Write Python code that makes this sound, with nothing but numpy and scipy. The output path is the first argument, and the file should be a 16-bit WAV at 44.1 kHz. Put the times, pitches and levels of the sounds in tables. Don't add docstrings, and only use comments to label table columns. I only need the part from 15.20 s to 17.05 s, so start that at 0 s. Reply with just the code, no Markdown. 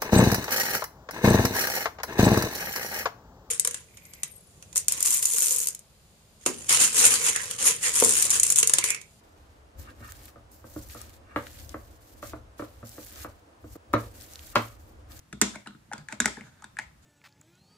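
import sys
import numpy as np
from scipy import signal
from scipy.fft import rfft, irfft
from scipy.io import wavfile

SR = 44100
rng = np.random.default_rng(int(sys.argv[2]) if len(sys.argv) > 2 else 0)


def how_loud(loudness_db):
    steps = np.asarray(loudness_db, float) / 20
    return 10 ** steps


def dump_mix(stems):
    frames = np.atleast_2d(stems).T
    limited = np.clip(frames, -1, 1)
    pcm = np.round(limited * 32767).astype(np.int16)
    wavfile.write(sys.argv[1], SR, pcm)


N = 81585


def at_hz(points, hz):
    table = np.array(points)
    return np.interp(np.log(hz), np.log(table[:, 0]), table[:, 1])


def rms_one(x):
    return x / np.sqrt(np.mean(x ** 2) + 1e-20)


def ring(x, hz, t60):
    r, w = how_loud(-60 / (t60 * SR)), 2 * np.pi * hz / SR
    return signal.lfilter([0, np.sin(w)], [1, -2 * r * np.cos(w), r * r], x + 1e-18)


# [t/s, note peak level/dB, note f/Hz, crack level/dB, cycles to fall 60 dB]
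KNOCKS = [(0.1273, -37, 1380, -41, 10.5), (0.2142, -13, 1407, -14, 5), (0.2205, -15, 1996, -28.5, 5.9),
          (0.356, -33, 2200, -46, 13.7), (0.4612, -37, 1720, -64.5, 8.4), (0.4714, -34, 1400, -44.5, 7.1),
          (0.506, -45.5, 1418, -71, 9.2), (0.5482, -47, 1400, -83, 7.5), (0.715, -33.5, 1560, -60, 7),
          (0.7251, -31.5, 1750, -49, 8), (0.7327, -27, 1446, -37.5, 9.4), (0.7794, -50, 1460, -48, 6.2),
          (0.8854, -27, 1723, -43, 8), (0.9165, -43, 1640, -68, 6.5), (0.9246, -37, 2200, -37, 8.7),
          (1.0017, -12, 1627, -21.5, 6.3), (1.019, -40, 1580, -38, 8.5), (1.0451, -23, 1700, -56, 3.9),
          (1.0562, -16.5, 1470, -34.5, 7.9), (1.0566, -13, 2004, -17.5, 7.7), (1.077, -32, 1330, -36, 9.6),
          (1.169, -35, 1750, -54.5, 9), (1.2088, -33, 2107, -56, 6.5), (1.4216, -42.5, 1246, -54.5, 8),
          (1.4367, -45.5, 1440, -72, 6.5), (1.4416, -35.5, 1570, -45, 6.3), (1.5685, -28, 1680, -54.5, 6.3),
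          (1.5872, -20, 1798, -37, 11), (1.5966, -27.5, 1950, -47, 5.6)]
# [t/s, peak level/dB, f/Hz]
HOLLOW = [(.13, -48.5, 690), (.168, -66, 484), (.2145, -25, 950), (.218, -33, 414), (.357, -42, 650),
          (.356, -40, 950), (.464, -42, 881), (.7145, -30.5, 808), (.733, -33.5, 890), (.924, -36.5, 930),
          (1.002, -37, 950), (1.055, -25.5, 852), (1.058, -34.5, 668), (1.172, -40, 860),
          (1.174, -44.5, 444), (1.215, -49, 860), (1.424, -46.5, 880), (1.442, -42.5, 950),
          (1.587, -31.5, 879), (1.595, -44, 870)]
HOLLOW_CYCLES = 6.5
# [t/s, peak level/dB, f/Hz, cycles to fall 60 dB]
RINGS = [(.128, -40, 230.4, 3.7), (.145, -47, 260, 3.3), (.164, -52, 228, 5.5), (.2165, -33, 357, 5.9),
         (.216, -36.5, 570, 7.5), (.248, -32.5, 220.5, 5.2), (.272, -42, 228, 5), (1.0, -33, 218, 6.1),
         (1.003, -40, 416, 6.5), (1.002, -39.5, 630, 7), (1.017, -31.5, 240, 6.5), (1.053, -30, 230, 3.9),
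         (1.056, -40, 400, 7.4), (1.078, -40.5, 402, 7.1), (1.077, -36.5, 860, 9.5), (1.171, -38, 233.3, 6),
         (1.203, -44, 208, 6), (1.1, -42, 310, 6.2), (.892, -47, 880, 16), (.127, -43, 3550, 17),
         (.216, -22, 1904, 22), (.356, -46, 3800, 18), (.472, -41, 2910, 16), (.472, -42, 3950, 22),
         (.483, -56, 2100, 12), (.518, -52, 1350, 9.5), (.733, -42.5, 3380, 22), (.78, -46, 4720, 22),
         (.9245, -35, 1450, 7.5), (1.0015, -25.5, 3720, 18), (1.002, -33, 5610, 34),
         (1.056, -28.5, 5070, 25), (1.442, -45, 3670, 19.6), (1.5885, -29.5, 1500, 10.2),
         (1.617, -38.5, 2150, 16), (1.638, -47, 2050, 12), (.354, -40, 1500, 5.9), (.93, -44, 620, 6.6),
         (.722, -44.5, 520, 6.6), (1.71, -57, 1200, 5.5)]
SCATTERED = .55


def knocks():
    heard, sent = np.zeros((2, 2, N + SR))
    hollow = [(*row, HOLLOW_CYCLES) for row in HOLLOW]
    for rows, low, high in ((KNOCKS, .4, 1), (hollow, -.5, .5), (RINGS, -.2, .2)):
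        for s, db, hz, *_, cycles in rows:
            draw = rng.uniform(low, high)
            add(heard, s, note(db, hz, cycles, draw), column=1)
            short = note(db, hz, cycles * SCATTERED, draw)
            add(sent, s, short / np.sqrt(SCATTERED), column=1)
    for s, _, _, crack_db, _ in KNOCKS:
        ragged, even = crack(s, crack_db)
        add(heard, s, ragged, column=2)
        start = int(s * SR)
        sent[:, start:start + even.shape[1]] += even
    return heard[:, :N], sent[:, :N]


NOTE_SWELL = 2.6
PARTNER_DB, PARTNER_SPREAD = -8, 0.34


def note(db, hz, cycles, draw):
    t = np.arange(2048) / SR

    def mode(f):
        swell = (f * t) ** NOTE_SWELL
        return swell * how_loud(-60 * f * t / cycles) * np.sin(2 * np.pi * f * t)

    x = mode(hz) + how_loud(PARTNER_DB) * mode(hz * (1 + PARTNER_SPREAD * draw))
    return how_loud(db) * np.tile(x / np.abs(x).max(), (2, 1))


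# [f/Hz, level/dB per Hz]
CRACK = [(200, -34.5), (500, -18), (1000, -10.5), (2000, -13.5), (4700, -14.5), (6000, -9), (8500, -9.5),
         (12500, -21), (14600, -26.5), (16400, -40)]
# [f/Hz, level/dB per Hz]
TAP = [(500, -34), (1290, -11.5), (2200, -5), (3040, -18), (4720, -13.5), (5300, -15.5), (8170, -8),
       (13000, -34.5), (16000, -41.5)]
# [f/Hz, width/Hz, level/dB]
CRACK_PEAKS = [(3540, 540, 5)]
# [t/s, f/Hz, width/Hz, fall/s]
BRIGHT = [
    (.22, 7160, 700, 0.003),
    (1.0, 7100, 1300, .0028),
    (1.056, 7850, 1600, 0.0017),
]
HARD_DB = -30
BRIGHT_DB, CRACK_DB = 12, 9.5
CRACK_RISE_S, TAP_FALL_S = 0.00054, 0.0023
CRACK_OWN = 0.38
ROOM_BLUR = 2.5


def crack(s, db):
    t, hz = np.arange(2048) / SR, np.fft.rfftfreq(2048, 1 / SR) + 1
    hard = db > HARD_DB
    when, bright_hz, bright_width, fall_s = np.transpose(BRIGHT)
    centre, broad = np.interp(s, when, bright_hz), np.interp(s, when, bright_width)
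    peaks = CRACK_PEAKS + [(centre, broad, BRIGHT_DB * hard)]
    resonance = sum(top / (1 + (2 * (hz - f) / width) ** 2) for f, width, top in peaks)
    colour = how_loud(at_hz(CRACK if hard else TAP, hz) + resonance)

    noise = rng.standard_normal((3, 2048))
    noise = rms_one(irfft(rfft(noise[0] + CRACK_OWN * noise[1:]) * colour))
    off = (2 * (hz - centre) / broad) ** 2
    blur_db = hard * BRIGHT_DB * (.5 / (1 + off / ROOM_BLUR ** 2) - 1 / (1 + off))
    even = np.tile(np.roll(irfft(colour * how_loud(blur_db)), 64), (2, 1))

    fall = np.interp(s, when, fall_s) if hard else TAP_FALL_S
    shape = (1 - np.exp(-t / CRACK_RISE_S)) * np.exp(-t / fall)
    gain = how_loud(db + CRACK_DB)
    return gain * noise * shape, gain * rms_one(even) * np.sqrt(np.mean(shape ** 2))


# [t/s, left minus right level/dB of notes, of cracks, left crack's lead/samples]
SIDE_OF = [(.13, 0.5, 2, 3.8), (.215, 0, -2.5, 4.08), (.47, 0, -0.5, 3.3), (.73, -1.5, -1, 2.72),
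           (.89, 1, 0, 1.83), (1.0, 0, -0.5, 1.03), (1.06, -0.5, 3, 1.2), (1.45, 1, -3.5, .6),
           (1.59, -1, 0, .3)]
# [f/Hz, left minus right level/dB]
PORTS = [(250, 0.5), (500, 6), (2400, 4), (3700, -4.5), (9200, -5.5), (10800, 6), (12300, 6), (14000, -5)]
NOTE_LAG = -2.6
BOUNCE_S, BOUNCE_DB = .0047, -12


def add(out, s, pair, column):
    rows, length = np.transpose(SIDE_OF), pair.shape[1]
    pan = np.interp(s, rows[0], rows[column])
    lag = -np.interp(s, rows[0], rows[3]) if column == 2 else NOTE_LAG
    f = np.fft.rfftfreq(length)
    tilt = how_loud((pan + at_hz(PORTS, f * SR + 1)) / 2)
    left = tilt * np.exp(-2j * np.pi * f * lag)
    pair = irfft(rfft(pair) * [left, 1 / tilt], length)
    for when, gain in ((s, 1), (s + BOUNCE_S, how_loud(BOUNCE_DB))):
        start = int(when * SR)
        out[:, start:start + length] += gain * pair


# [t/s, upper modes level/dB, lower modes level/dB]
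THUMPS = [(0.127, -39, -42), (0.164, -62.5, -67.5), (.215, -22.5, -35.5), (0.355, -48, -50),
          (.468, -45, -52), (0.545, -51, -53), (0.488, -48, -56), (.68, -58.5, -65.5), (0.732, -44.5, -49),
          (0.779, -51, -45.5), (0.799, -75, -42.5), (0.925, -42, -49), (1.001, -33, -46), (1.055, -43, -40),
          (1.17, -44, -48.5), (1.231, -60, -46.5), (1.274, -68, -51.5), (1.441, -54.5, -63.5),
          (1.589, -54.5, -55)]
# [t/s, level/dB]
PRESSES = [(0.124, -57.5), (0.218, -49), (.3, -62.5), (1.008, -52.5), (1.06, -52), (1.12, -68), (1.65, -54),
           (1.72, -66)]
# [f/Hz, level/dB, t60/s]
DESK = [(203, -1.5, .22), (233.7, 2, 0.091), (307.6, 0.5, 0.079), (374.5, -9, 0.06), (433, -10.5, .06)]
# [f/Hz, level/dB, t60/s]
DESK_LOWER = [(124, -4.5, 0.2), (152, 2, 0.091)]
# [f/Hz, level/dB, t60/s]
FRAME = [(62.2, 8.7, 0.28), (92, 4, 0.18)]
SWELL_CYCLES = 8.7
DESK_LEAD = 10


def desk():
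    out = 0
    s, upper, lower = np.transpose(THUMPS)
    sway_s, sway = np.transpose(PRESSES)
    for when, db, modes in ((s, upper, DESK), (s, lower, DESK_LOWER), (sway_s, sway, FRAME)):
        draw = rng.normal(0, 1, (len(when), len(modes)))
        for k, (hz, mode_db, t60) in enumerate(modes):
            clicks = np.zeros(N)
            clicks[(when * SR).astype(int)] = how_loud(db + mode_db + 2 * draw[:, k]) * (-1) ** k
            swelling = ring(ring(clicks, hz, t60), hz, SWELL_CYCLES / hz)
            out = out + swelling * 14 * hz / (SWELL_CYCLES * SR)
    k = np.arange(N)
    return np.array([out, np.interp(k - DESK_LEAD, k, out)])


# [t/s, length/s, rasp level/dB, hiss level/dB]
SCRAPES = [(0.329, 0.042, -47.5, -58), (0.364, .08, -66, -68), (0.456, 0.035, -48, -62),
           (0.72, 0.11, -54, -65), (0.891, 0.073, -49.5, -55.5), (1.16, 0.068, -52, -90),
           (1.219, 0.088, -57, -62), (1.289, 0.077, -64, -70.5), (1.349, 0.094, -62, -72.5),
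           (1.6, 0.05, -75, -56.5), (1.814, 0.045, -73, -64)]
# [f/Hz, width/Hz, level/dB]
SCRAPE_BODY = [(950, 200, -2), (1570, 220, 12.5), (2200, 290, -1.5), (3500, 300, -0.7)]
# [f/Hz, width/Hz, level/dB]
HISS_BODY = [(4470, 1800, -2), (6800, 1200, 4), (7500, 800, -23)]
GRAINS_PER_S = 1500


def scrapes():
    t, out = np.arange(N) / SR, 0
    happens = rng.random((2, N)) < GRAINS_PER_S / SR
    strength = how_loud(2.7 * np.minimum(rng.exponential(1, (2, N)), 4))
    grains = happens * strength * rng.choice([-1, 1], (2, N))
    grains = grains[0] + .5 * grains[1] * np.array([[1], [-1]])
    fur = rng.standard_normal((2, N))
    for column, source, body in ((2, grains, SCRAPE_BODY), (3, fur, HISS_BODY)):
        stroke, sound = 0, 0
        for row in SCRAPES:
            progress = np.clip((t - row[0]) / row[1], 0, 1)
            stroke = stroke + how_loud(row[column]) * np.sin(np.pi * progress)
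        for hz, width, db in body:
            t60 = np.log(1000) / (np.pi * width)
            sound = sound + how_loud(db) * rms_one(ring(source, hz, t60))
        out = out + stroke * rms_one(sound)
    return out


# [f/Hz, t60/s]
ROOM_T60 = [(150, 0.3), (500, 0.29), (1500, 0.27), (4000, 0.35), (8000, 0.29), (14000, 0.6)]
# [f/Hz, level/dB against direct sound]
ROOM_DB = [(200, -13), (500, -5), (1500, -14.5), (4000, -7.5), (8000, -15), (14000, -28)]
ROOM_RISE_S = 0.0056


def room(x):
    t = np.arange(SR // 2) / SR
    white, tail = rng.standard_normal((2, 2, len(t))), 0
    for k, (hz, sos) in enumerate(bands()):
        shape = (1 - np.exp(-(t / ROOM_RISE_S) ** 2)) * how_loud(-60 * t / at_hz(ROOM_T60, hz))
        shape = shape / np.sqrt(np.sum(shape ** 2))
        pair = alike_pair(*signal.sosfilt(sos, white[k % 2]), hz)
        tail = tail + how_loud(at_hz(ROOM_DB, hz)) * pair * shape
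    return signal.fftconvolve(x, tail, axes=1)[:, :N]


def bands():
    edges = 22 * 2 ** np.arange(0, 9.7, .5)
    return [(np.sqrt(a * b), signal.butter(2, [a, b], "band", fs=SR, output="sos"))
            for a, b in zip(edges, edges[1:])]


# [f/Hz, likeness, 1 = same]
LIKENESS = [(60, 1.5), (240, 0.57), (950, -0.54), (3770, 0.19), (15000, -4.5)]


def alike_pair(mid, side, hz):
    c = np.clip(at_hz(LIKENESS, hz), 0, 1)
    same, apart = np.sqrt(1 + c) * mid, np.sqrt(1 - c) * side
    return np.array([same + apart, same - apart])


# [f/Hz, level/dB]
FLOOR = [(15, -38), (25, 3), (117, 8), (212, 0), (363, -9.5), (1480, -10.5), (2910, -18.5), (7710, -20.5),
         (16000, -29)]
FLOOR_DB = -59.5


def floor():
    white, hum = rng.standard_normal((2, 2, N + SR // 4)), 0
    for k, (hz, sos) in enumerate(bands()):
        settled = signal.sosfilt(sos, white[k % 2])[:, -N:]
        hum = hum + how_loud(at_hz(FLOOR, hz)) * alike_pair(*settled, hz)
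    return how_loud(FLOOR_DB) * rms_one(hum)


def scene():
    heard, sent = knocks()
    rest = desk() + scrapes()
    return heard + rest + room(sent + rest) + floor()


def low_pass(x):
    return signal.sosfilt(signal.butter(12, 16550, fs=SR, output="sos"), x)


CEILING = .97
LOW_CUT_HZ, CUTOFF_HZ = 40, 16700


def record(dry):
    rounded = CEILING * np.tanh(dry / CEILING)
    treble_cut = signal.cheby2(10, 60, CUTOFF_HZ, fs=SR, output="sos")
    bass_cut = signal.butter(2, LOW_CUT_HZ, "high", fs=SR, output="sos")
    mix = signal.sosfilt(np.vstack([treble_cut, bass_cut]), rounded)
    return low_pass(mix)


dry = scene()
out = record(dry)
dump_mix(out)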